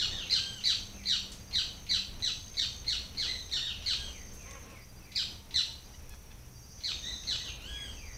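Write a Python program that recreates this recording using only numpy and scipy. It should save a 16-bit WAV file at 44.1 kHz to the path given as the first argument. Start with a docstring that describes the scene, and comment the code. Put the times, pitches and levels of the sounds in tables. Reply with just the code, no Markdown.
"""A wood by day. From the start a near bird scolds with short falling calls, built of overtones and a rasp of noise;
other birds hook, whistle and slur further off, something hoots, katydids trill, and a fly hums on each pass.
From 1.3 s a cricket chirps in rows and leaves rustle; at 4.5 s a far dog barks, from 5.9 s small animals squeak.
From 6.5 s a far engine grows louder and speeds up. Noise echoes ring among the trunks; bands of noise make
the insect chorus, the rumble, a low hum, a wash of far sound and the hiss of a small microphone throughout."""
import sys
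import numpy as np
from scipy import signal
from scipy.fft import rfft, irfft
from scipy.io import wavfile

SR = 44100
rng = np.random.default_rng(int(sys.argv[2]) if len(sys.argv) > 2 else 0)


def master_out(mix):
    """Clip the mix to full scale and print it as 16-bit PCM to the path in sys.argv[1]."""
    frames = np.transpose(np.atleast_2d(mix))
    ceiling = np.clip(frames, -1, 1)
    pcm = np.round(ceiling * 32767).astype(np.int16)
    wavfile.write(sys.argv[1], SR, pcm)


def to_linear_factor(level_db):
    """Convert decibel levels (scalar or array-like) to linear amplitude factors."""
    exponent = np.asarray(level_db, float) / 20
    return 10 ** exponent


N = 360297   # samples in the scene


def rms_one(x):
    """Scale to an average strength (rms) of 1."""
    return x / np.sqrt(np.mean(x ** 2) + 1e-20)


def in_time(rows):
    """Turn the columns of a table into smooth curves over all samples."""
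    s, *columns = np.transpose(rows)
    return [np.interp(np.arange(N) / SR, s, column) for column in columns]


def at_hz(points, hz, order=1):
    """Read one column of a table at any frequency, on a log-frequency axis."""
    points = np.array(points)
    return np.interp(np.log(hz), np.log(points[:, 0]), points[:, order])


def drift(rate):
    """Slow random wandering of rms 1: noise smoothed below about rate in Hz."""
    r = np.exp(-2 * np.pi * rate / SR)
    smooth = signal.lfilter([1], [1, -2 * r, r * r], rng.standard_normal(N + SR))
    return rms_one(smooth[SR:])   # the first second lets the filter settle


def coloured(spectrum, low_hz=0, high_hz=SR):
    """Noise of a given spectrum, silent outside it or outside the two edges; rms 1."""
    hz = np.arange(N // 2 + 1) * SR / N + 1e-3
    inside = (hz > max(spectrum[0][0], low_hz)) & (hz < min(spectrum[-1][0], high_hz))
    noise = rfft(rng.standard_normal(N))
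    return rms_one(irfft(noise * to_linear_factor(at_hz(spectrum, hz)) * inside, N))


def resonance(x, hz, width_hz):
    """Something that rings at one pitch: a two-pole band with gain 1 on top."""
    r = np.exp(-np.pi * width_hz / SR)
    feedback = [1, -2 * r * np.cos(2 * np.pi * hz / SR), r * r]
    return signal.lfilter(np.array([1, 0, -1]) * (1 - r * r) / 2, feedback, x)


def shaped(shape, s, level_db, first_s, second_s, top_hz, low_hz):
    """One note: a shape stretched over two parts and between two pitches; rows (s, Hz, dB)."""
    progress, height, shape_db = np.transpose(shape)
    times = s + np.interp(progress, [0, 1, 2], [0, first_s, first_s + second_s])
    return np.transpose([times, low_hz + height * (top_hz - low_hz), level_db + shape_db])


def swells(rows, sag):
    """Plain notes whose pitch rises and sinks; sag is the share of the top pitch that they span."""
    # shape of a plain note: (progress [0-2], height [0-1], relative level [dB])
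    swell = [(0, 0, -2), (.6, 0.77, 0), (1.3, 1, 0.5), (2, .1, 5)]
    return [shaped(swell, s, db, length / 2, length / 2, top, top * (1 - sag)) for s, db, length, top in rows]


def voice(notes, throat, waver, flutter_db, count, tilt_db=0):
    """Notes as stacks of overtones weighted by the throat; pitch and level tremble."""
    out = np.zeros(N + SR)   # starts one second early, so that a call under way has its echoes
    shake, flutter = drift(200), drift(160)
    for note in notes:
        s, pitch_hz, level_db = np.transpose(note)
        at = np.arange(round(s[0] * SR), min(round(s[-1] * SR), N))
        hz = np.interp(at / SR, s, pitch_hz)
        trembling_hz = hz * (1 + waver * (hz / hz.max()) ** 2 * shake[at])   # least steady at the top
        phase = 2 * np.pi * np.cumsum(trembling_hz) / SR
        stack = 0
        for k in range(1, count + 1):
            overtone_db = at_hz(throat, k * hz) - tilt_db * max(k - 2, 0)   # the tilt starts above the second
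            stack = stack + to_linear_factor(overtone_db) * np.sin(k * phase)
        level = to_linear_factor(np.interp(at / SR, s, level_db) + flutter_db * flutter[at])
        out[at + SR] += stack * level * signal.windows.tukey(len(at), .14)   # soft ends
    return out


def puff(out, s, level_db, hz, length_s, width, rise_s):
    """Add a short burst of noise round a centre pitch, with a quick rise and a fading end."""
    at = np.arange(round(s * SR), round((s + 3 * length_s) * SR))
    t = (at - at[0]) / SR
    band = signal.butter(2, [hz / width, min(hz * width, .45 * SR)], "band", fs=SR)
    noise = rms_one(signal.lfilter(*band, rng.standard_normal(len(at))))
    burst = noise * np.minimum(t / rise_s, 1) * np.exp(-t / length_s)
    return out + np.bincount(at + SR, burst * to_linear_factor(level_db), len(out))


def wood(x, direct_db, echo_db, build_s):
    """Scatter from trunks and leaves: a noisy tail that builds up, then dies band by band."""
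    # echoes of the wood; long waves pass round the trunks:
    # (frequency [Hz], time to die by 60 dB [s], relative strength [dB])
    scatter = [(1000, 0.57, -15), (2000, 0.33, -0.5), (2770, 0.45, -.5), (4270, 0.41, 3), (7150, 0.46, 0.5),
               (12300, 0.83, -2)]
    t, tail = np.arange(SR) / SR, 0
    edges = 500 * 2 ** np.arange(0, 5.1, .5)   # half-octave bands
    for low, high in zip(edges, edges[1:]):
        sos = signal.butter(2, [low, high], "band", fs=SR, output="sos")
        band = signal.sosfilt(sos, rng.standard_normal(SR))
        centre_hz = np.sqrt(low * high)
        tail = tail + band * to_linear_factor(at_hz(scatter, centre_hz, order=2) - 60 * t / at_hz(scatter, centre_hz))
    tail = tail * (1 - np.exp(-t / build_s))
    echoes = signal.fftconvolve(x, tail / np.sqrt(np.sum(tail ** 2)))[:len(x)]
    return (to_linear_factor(direct_db) * x + to_linear_factor(echo_db) * echoes)[SR:]   # drop the early second


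def scolding_bird():
    """Hoarse calls of one shape, held then falling; the beak rasps open just before each."""
    # calls: (time [s], base level [dB], held part [s], falling part [s], upper pitch [Hz], lead of the rasp [s])
    scolds = [(-.035, -27.5, 0.047, 0.05, 2130, 0.026), (0.297, -27, 0.046, 0.051, 2326, 0.03),
              (.637, -26.5, .056, 0.042, 2285, 0.03), (1.056, -27, 0.052, .06, 2330, 0.021),
              (1.527, -26.5, 0.046, 0.049, 2327, 0.018), (1.889, -27.5, 0.043, 0.054, 2275, .025),
              (2.223, -28.5, 0.041, 0.043, 2191, .023), (2.569, -28.5, 0.045, 0.039, 2208, 0.03),
              (2.866, -28, 0.05, 0.041, 2273, .022), (3.171, -28, 0.046, 0.052, 2312, 0.025),
              (3.513, -28.5, .045, .045, 2125, 0.021), (3.86, -26.5, 0.035, .045, 2310, 0.038),
              (5.152, -27.5, 0.028, 0.051, 2384, .035), (5.541, -27, .036, 0.04, 2195, 0.034),
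              (6.836, -30.5, 0.039, 0.046, 2296, 0.032), (7.271, -28.5, 0.036, 0.058, 2300, 0.037)]
    # shape of a call: (progress [0-1 held, 1-2 falling], height from end to upper pitch [0-1], relative level [dB])
    scold_shape = [(0, 0.768, 17), (.12, .82, -9.5), (.35, 0.96, -1), (0.598, .74, -1.5),
                   (1.001, .62, -7.5), (1.35, .28, -2), (1.601, .2, -5.5), (1.88, 0.043, -8.5), (2, 0, 19)]
    # what throat and beak pass of each overtone: (frequency [Hz], level [dB])
    throat = [(1100, -22), (1500, -15.5), (2200, -15), (2600, -10.5), (2950, -3.5), (3300, -4), (4000, 1.5),
              (4600, -0.5), (5000, -9), (5700, -2.5), (6500, -16.5), (7600, -5.5), (8600, -22.5),
              (12000, -19)]
    end_hz, rasp_db = 1232.5, -17   # the rasp is relative to the call's base level
    notes = [shaped(scold_shape, s, db, held, fall, top, end_hz) for s, db, held, fall, top, lead in scolds]
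    out = voice(notes, throat, waver=.046, flutter_db=3.5, count=9, tilt_db=5)
    for s, db, *_, lead in scolds:
        out = puff(out, s - lead, db + rasp_db, 3200, .011, width=1.45, rise_s=.003)
    return wood(out, direct_db=-1.5, echo_db=0, build_s=.005)


def hooking_bird():
    """Hooked calls of a second bird: a quick rise in pitch, then a long fall."""
    # calls: (time [s], base level [dB], rising part [s], falling part [s], top pitch [Hz], end pitch [Hz])
    hooks = [(0.109, -40, 0.019, 0.12, 1916, 1208), (3.259, -38, .04, 0.1, 2068, 1823),
             (3.61, -37.5, 0.019, 0.095, 1922, 1215), (7.022, -41, .07, .08, 2007, 1760),
             (7.394, -41, 0.014, 0.099, 2000, 1152)]
    # the fall after the rise: (progress [1-2], height from end to top pitch [0-1], relative level [dB])
    fall_shape = [(1, 1, 0), (1.3, .82, -9.5), (1.7, .38, -11.5), (2, 0, -13)]
    # what the throat passes: (frequency [Hz], level [dB])
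    throat = [(1100, -7), (1500, -2.5), (1900, -7.5), (2500, 8.5), (3000, 12), (3800, 4), (4500, 0),
              (5800, -14), (8000, -18.5)]
    start_share = .9   # a hook sets in at this share of its top pitch
    notes = []
    for s, db, rise, fall, top, end in hooks:
        start = (s, top * start_share, db - 4)
        notes.append(np.vstack([start, shaped(fall_shape, s, db, rise, fall, top, end)]))
    calls = voice(notes, throat, waver=.018, flutter_db=2.5, count=4)
    return wood(calls, direct_db=-4, echo_db=0, build_s=.006)


def whistling_bird():
    """Arched whistles of a third bird: the pitch rises, holds and bends down."""
    # whistles: (time [s], base level [dB], rising part [s], falling part [s], top pitch [Hz])
    arches = [(.28, -54.5, .1, 0.24, 1597), (3.791, -56, 0.13, 0.19, 1641), (7.571, -55, .17, .16, 1670)]
    # shape of an arch: (progress [0-2], height from lower to top pitch [0-1], relative level [dB])
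    arch_shape = [(0, 0.02, -16), (.35, .55, -1), (.75, 1, -1.5), (1, 0.99, -1.5), (1.5, 0.98, 0),
                  (1.75, .86, -4), (2, .5, -2)]
    # what the throat passes: (frequency [Hz], level [dB])
    throat = [(1000, -12), (1650, 2), (3200, 11.5), (5000, -6), (6600, -8), (8300, -4.5), (9000, -38)]
    low_hz = 1070
    notes = [shaped(arch_shape, *row, low_hz) for row in arches]
    whistles = voice(notes, throat, waver=.005, flutter_db=2.5, count=5)
    return wood(whistles, direct_db=-4, echo_db=0, build_s=.006)


def slurring_bird():
    """Falling slurs of a far bird: more of each call comes as echo."""
    # slurs: (time [s], base level [dB], length [s], top pitch [Hz])
    slurs = [(0.923, -64.5, 0.15, 2790), (4.096, -62, 0.13, 2640), (4.362, -65, 0.18, 2740),
             (4.669, -66, 0.17, 2735), (4.998, -67.5, .16, 2740), (7.703, -61, 0.16, 2610),
             (7.958, -60.5, .18, 2774)]
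    # shape of a slur: (progress [0-2], height from end to top pitch [0-1], relative level [dB])
    slur_shape = [(0, 1, -7), (.55, .68, -5), (1.4, .12, 0), (2, 0, -10)]
    # what the throat passes: (frequency [Hz], level [dB])
    throat = [(1800, 10.5), (3000, 15.5), (4000, -11), (6000, 1)]
    end_hz = 1890
    notes = [shaped(slur_shape, s, db, length / 2, length / 2, top, end_hz) for s, db, length, top in slurs]
    calls = voice(notes, throat, waver=.025, flutter_db=2.5, count=2)
    return wood(calls, direct_db=-9, echo_db=0, build_s=.006)


def katydids():
    """Each wing stroke scrapes a narrow resonance for part of the cycle."""
    # bouts of song: (time [s], length [s], level before the slow wavering [dB], pitch [Hz])
    bouts = [(.08, 1.14, -55, 6330), (1.3, .7, -61.5, 6360), (2.18, 0.67, -54, 6330),
             (3.212, 0.29, -54.5, 6310), (4.0, 0.67, -55, 6306), (6.821, 0.765, -53, 6360),
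             (7.592, 0.41, -62, 6340), (7.933, 0.37, -58, 6345)]
    fade_s, strokes_per_s = 0.035, 55.6
    t, out = np.arange(N) / SR, 0
    cycle = np.cumsum(strokes_per_s * (1 + 0.025 * drift(8))) / SR
    strokes = .6 + np.clip(np.sin(2 * np.pi * cycle), 0, 1)
    wander, white = .9 * drift(25), rng.standard_normal(N)
    for s, length, level_db, hz in bouts:
        bout = np.clip(np.minimum(t - s, s + length - t) / fade_s, 0, 1)
        tone = np.sin(2 * np.pi * hz * t + wander)
        scrape = .28 * rms_one(resonance(white, hz, 100))
        out = out + to_linear_factor(level_db) * bout * rms_one(strokes * (tone + scrape))
    return out * to_linear_factor(1.5 * drift(6))


def cricket():
    """Rows of pure chirps at an even pace, blurred by the echoes."""
    # rows of chirps: (time of the first [s], number of chirps, base level [dB])
    rows = [(1.32, 3, -57.5), (2.39, 3, -56), (4.04, 4, -59), (4.806, 5, -59.5), (5.69, 4, -60),
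            (6.548, 5, -57.5), (7.83, 5, -53.5)]
    pitch_hz, gap_s, chirp_s = 4752, .0737, .042   # the gap runs from start to start
    t, gate = np.arange(-SR, N) / SR, 0
    for s, chirps, level_db in rows:
        for k in range(round(chirps)):
            progress = np.clip((t - s - k * gap_s) / chirp_s, 0, 1)
            gate = gate + to_linear_factor(level_db + rng.normal(0, 0.67)) * np.sin(np.pi * progress) ** 0.73
    return wood(gate * np.sin(2 * np.pi * pitch_hz * t), direct_db=-.5, echo_db=-10, build_s=.005)


def small_animals():
    """They squeak in short stacks of overtones, close by and with little echo."""
    # squeaks: (time [s], base level [dB], length [s], top pitch [Hz])
    squeaks = [(5.938, -58.5, 0.014, 1000), (6.103, -60.5, 0.039, 861), (6.305, -62.5, 0.015, 880)]
    # what the throat passes: (frequency [Hz], level [dB])
    throat = [(850, -6), (1700, -2), (2600, 1), (3500, -1), (5000, -7), (7000, -13)]
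    out = voice(swells(squeaks, sag=.05), throat, waver=.015, flutter_db=2, count=7)
    return wood(out, direct_db=0, echo_db=-9, build_s=.004)


def rustling_leaves():
    """Dry leaves crack and slide under the animals: short bursts of noise."""
    # rustles: (time [s], level before rise and fade [dB], centre [Hz], fading time [s])
    rustles = [(1.318, -46, 5000, .03), (4.335, -54, 8000, .03), (4.42, -56, 5000, .015),
               (4.509, -46, 5000, .006), (4.47, -58, 2200, .04), (4.54, -58, 1800, .03),
               (4.70, -58, 5000, .02), (5.80, -59, 2500, .02), (5.95, -57, 4500, .01),
               (6.094, -45, 8500, .003), (6.138, -54, 1200, .01), (6.142, -57, 5000, .01),
               (6.24, -60, 2800, .01), (6.315, -58, 3000, .015), (7.62, -57, 5000, .008)]
    out = np.zeros(N + SR)
    for s, level_db, hz, length_s in rustles:
        out = puff(out, s, level_db, hz, length_s, width=1.6, rise_s=.0007)
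    return wood(out, direct_db=0, echo_db=-9, build_s=.004)


def fly():
    """A wavering wingbeat as a pure tone, swelling and fading on each pass."""
    # passes: (time when nearest [s], time to fade on either side [s], level [dB], wingbeat when nearest [Hz])
    passes = [(.15, 0.09, -70, 191.5), (1.07, .3, -54.5, 197.3), (2.0, 0.23, -56.5, 195),
              (3.02, 0.047, -56.5, 195), (3.25, 0.056, -64, 194.7), (4.3, 0.15, -58, 201.4),
              (5.331, 0.21, -58.5, 198)]
    sag_hz_per_s = 14   # the beat drops as it passes
    t, out, waver = np.arange(N) / SR, 0, 1 + 0.0055 * drift(9.0)
    for s, width_s, level_db, hz in passes:
        beat_hz = (hz - sag_hz_per_s * np.clip(t - s, -1, 1)) * waver
        nearness = np.exp(-np.abs(t - s) / width_s)
        out = out + to_linear_factor(level_db) * nearness * np.sin(2 * np.pi * np.cumsum(beat_hz) / SR)
    return np.sqrt(2) * out   # a sine of rms 1


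def far_dog():
    """Barks as rich stacks of overtones with a small bend in pitch."""
    # barks: (time [s], base level [dB], length [s], top pitch [Hz])
    barks = [(4.45, -64.5, .14, 278), (4.64, -72.5, .12, 272)]
    # what the throat passes: (frequency [Hz], level [dB])
    throat = [(270, -2), (540, 8.5), (810, 2), (1080, 13), (1400, 0), (2400, 1), (3500, -17)]
    out = voice(swells(barks, sag=.09), throat, waver=.03, flutter_db=3, count=12)
    return wood(out, direct_db=-4, echo_db=0, build_s=.006)


def far_hoots():
    """Low hoots far away: single tones without overtones."""
    # hoots: (time [s], base level [dB], length [s], top pitch [Hz])
    hoots = [(.2, -62, 0.41, 527), (4.0, -60.5, 0.78, 475), (5.36, -64, .38, 917)]
    out = voice(swells(hoots, sag=.02), [(400, 0), (1000, 0)], waver=.01, flutter_db=1, count=1)
    return wood(out, direct_db=-4, echo_db=0, build_s=.006)


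def chorus():
    """Many far insects blur into a few flickering bands of hiss."""
    # loudness over time: (time [s], level before a 1 dB lift [dB])
    loudness = [(0.0, -57), (.6, -58), (1.7, -62.5), (2.9, -60), (4.07, -58), (4.92, -64), (5.89, -61),
                (6.3, -64.5), (7.1, -53.5), (7.35, -54), (7.6, -63.5), (8.17, -58)]
    # bands of hiss: (centre [Hz], width of each of two filters [Hz], relative level [dB])
    bands = [(4600, 160, -10), (5100, 500, -7), (5650, 350, -2), (6000, 400, 0), (6400, 250, -5)]
    hiss = 0
    for hz, width, db in bands:
        band = resonance(resonance(rng.standard_normal(N), hz, width), hz, width)
        hiss = hiss + to_linear_factor(db + 2.2 * drift(8)) * rms_one(band)
    return to_linear_factor(in_time(loudness)[0] + 1.0) * rms_one(hiss)


def far_engine():
    """A far engine speeds up: one sine that climbs in pitch."""
    # the engine: (time [s], pitch [Hz], level before its wavering [dB])
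    course = [(6.9, 42, -55), (7.35, 46.14, -53), (7.75, 59.15, -44.5), (8.17, 61.8, -59)]
    hz, level_db = in_time([(6.5, course[0][1], -90)] + course)   # fades in from 6.5 s
    return to_linear_factor(level_db + 2.0 * drift(8.7)) * np.sin(2 * np.pi * np.cumsum(hz) / SR)


def rumble():
    """Deep rumble and a middle wash of far sound: noise that swells and sinks together by chance."""
    # loudness before the swelling: (time [s], deepest level [dB], deep level [dB], middle level, 3 dB low [dB])
    loudness = [(0.0, -49, -51.5, -56.5), (1.0, -52.5, -55, -61), (1.7, -49, -54, -60.5),
                (2.5, -51.5, -53.5, -61.5), (4.0, -47.5, -56, -59.5), (5.1, -55, -57.5, -63.5),
                (5.6, -49, -55, -61), (6.2, -51.5, -60.5, -64), (6.7, -54.5, -58, -64),
                (7.3, -48, -54, -58), (7.8, -48.5, -56, -60), (8.17, -46.5, -58, -62)]
    # spectrum of the rumble: (frequency [Hz], relative level per Hz [dB])
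    deep_spectrum = [(12, -30), (20, 5), (27, -11.5), (59, -2.5), (86, -5.5), (123, -8.5), (146, -16),
                     (194, -11.5), (227, -20), (250, -21.5), (320, -23.5), (550, -120)]
    # spectrum of the wash: (frequency [Hz], relative level per Hz [dB])
    middle_spectrum = [(120, -38), (200, -8.5), (323, -9.5), (476, -10), (585, -12), (657, -12.5),
                       (1710, -18.5), (2520, -17.5), (2830, -20), (4400, -23), (5720, -84), (9680, -120)]
    swells_per_s, swell_db = 5, 1.4
    deepest_db, deep_db, middle_db = in_time(loudness) + swell_db * drift(swells_per_s)
    deepest = to_linear_factor(deepest_db) * coloured(deep_spectrum, high_hz=82)
    deep = to_linear_factor(deep_db) * coloured(deep_spectrum, low_hz=82)
    middle = to_linear_factor(middle_db + 3 + .6 * drift(12)) * coloured(middle_spectrum)
    return deepest + deep + middle


def far_hum():
    """A low hum far away: noise through a resonance only 3 Hz wide."""
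    return to_linear_factor(-62.5) * rms_one(resonance(rng.standard_normal(N), 123.5, 3))


def microphone_hiss():
    """The microphone's hiss pulses with its electronics: each beat jumps up and dies away."""
    # spectrum of the hiss: (frequency [Hz], relative level per Hz [dB])
    spectrum = [(4000, -26), (6800, -15), (7750, -16), (9080, -13), (13200, -14), (14900, -12.5),
                (15800, -23)]
    floor_db, beats_per_s = -65.5, 30.05
    beat = np.exp(-np.mod(np.arange(N) / SR * beats_per_s, 1) / 0.14)
    hiss = coloured([(4300, -5.5)] + spectrum)   # silent below 4300 Hz
    return to_linear_factor(floor_db + 5.0 * beat + 0.33 * drift(42)) * hiss


def scene():
    """All sources at one microphone."""
    birds = scolding_bird() + hooking_bird() + whistling_bird() + slurring_bird()
    insects = katydids() + cricket() + chorus() + fly()
    animals = small_animals() + rustling_leaves() + far_dog() + far_hoots()
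    background = far_engine() + rumble() + far_hum() + microphone_hiss()
    return (birds + insects + animals + background)[None]


def low_pass(x):
    """Removes everything above the highest recorded frequency."""
    return signal.sosfilt(signal.butter(12, 15940, fs=SR, output="sos"), x)


def record(dry):
    """Turn the finished mix into the sound that is kept."""
    return low_pass(dry)


dry = scene()
out = record(dry)
master_out(out)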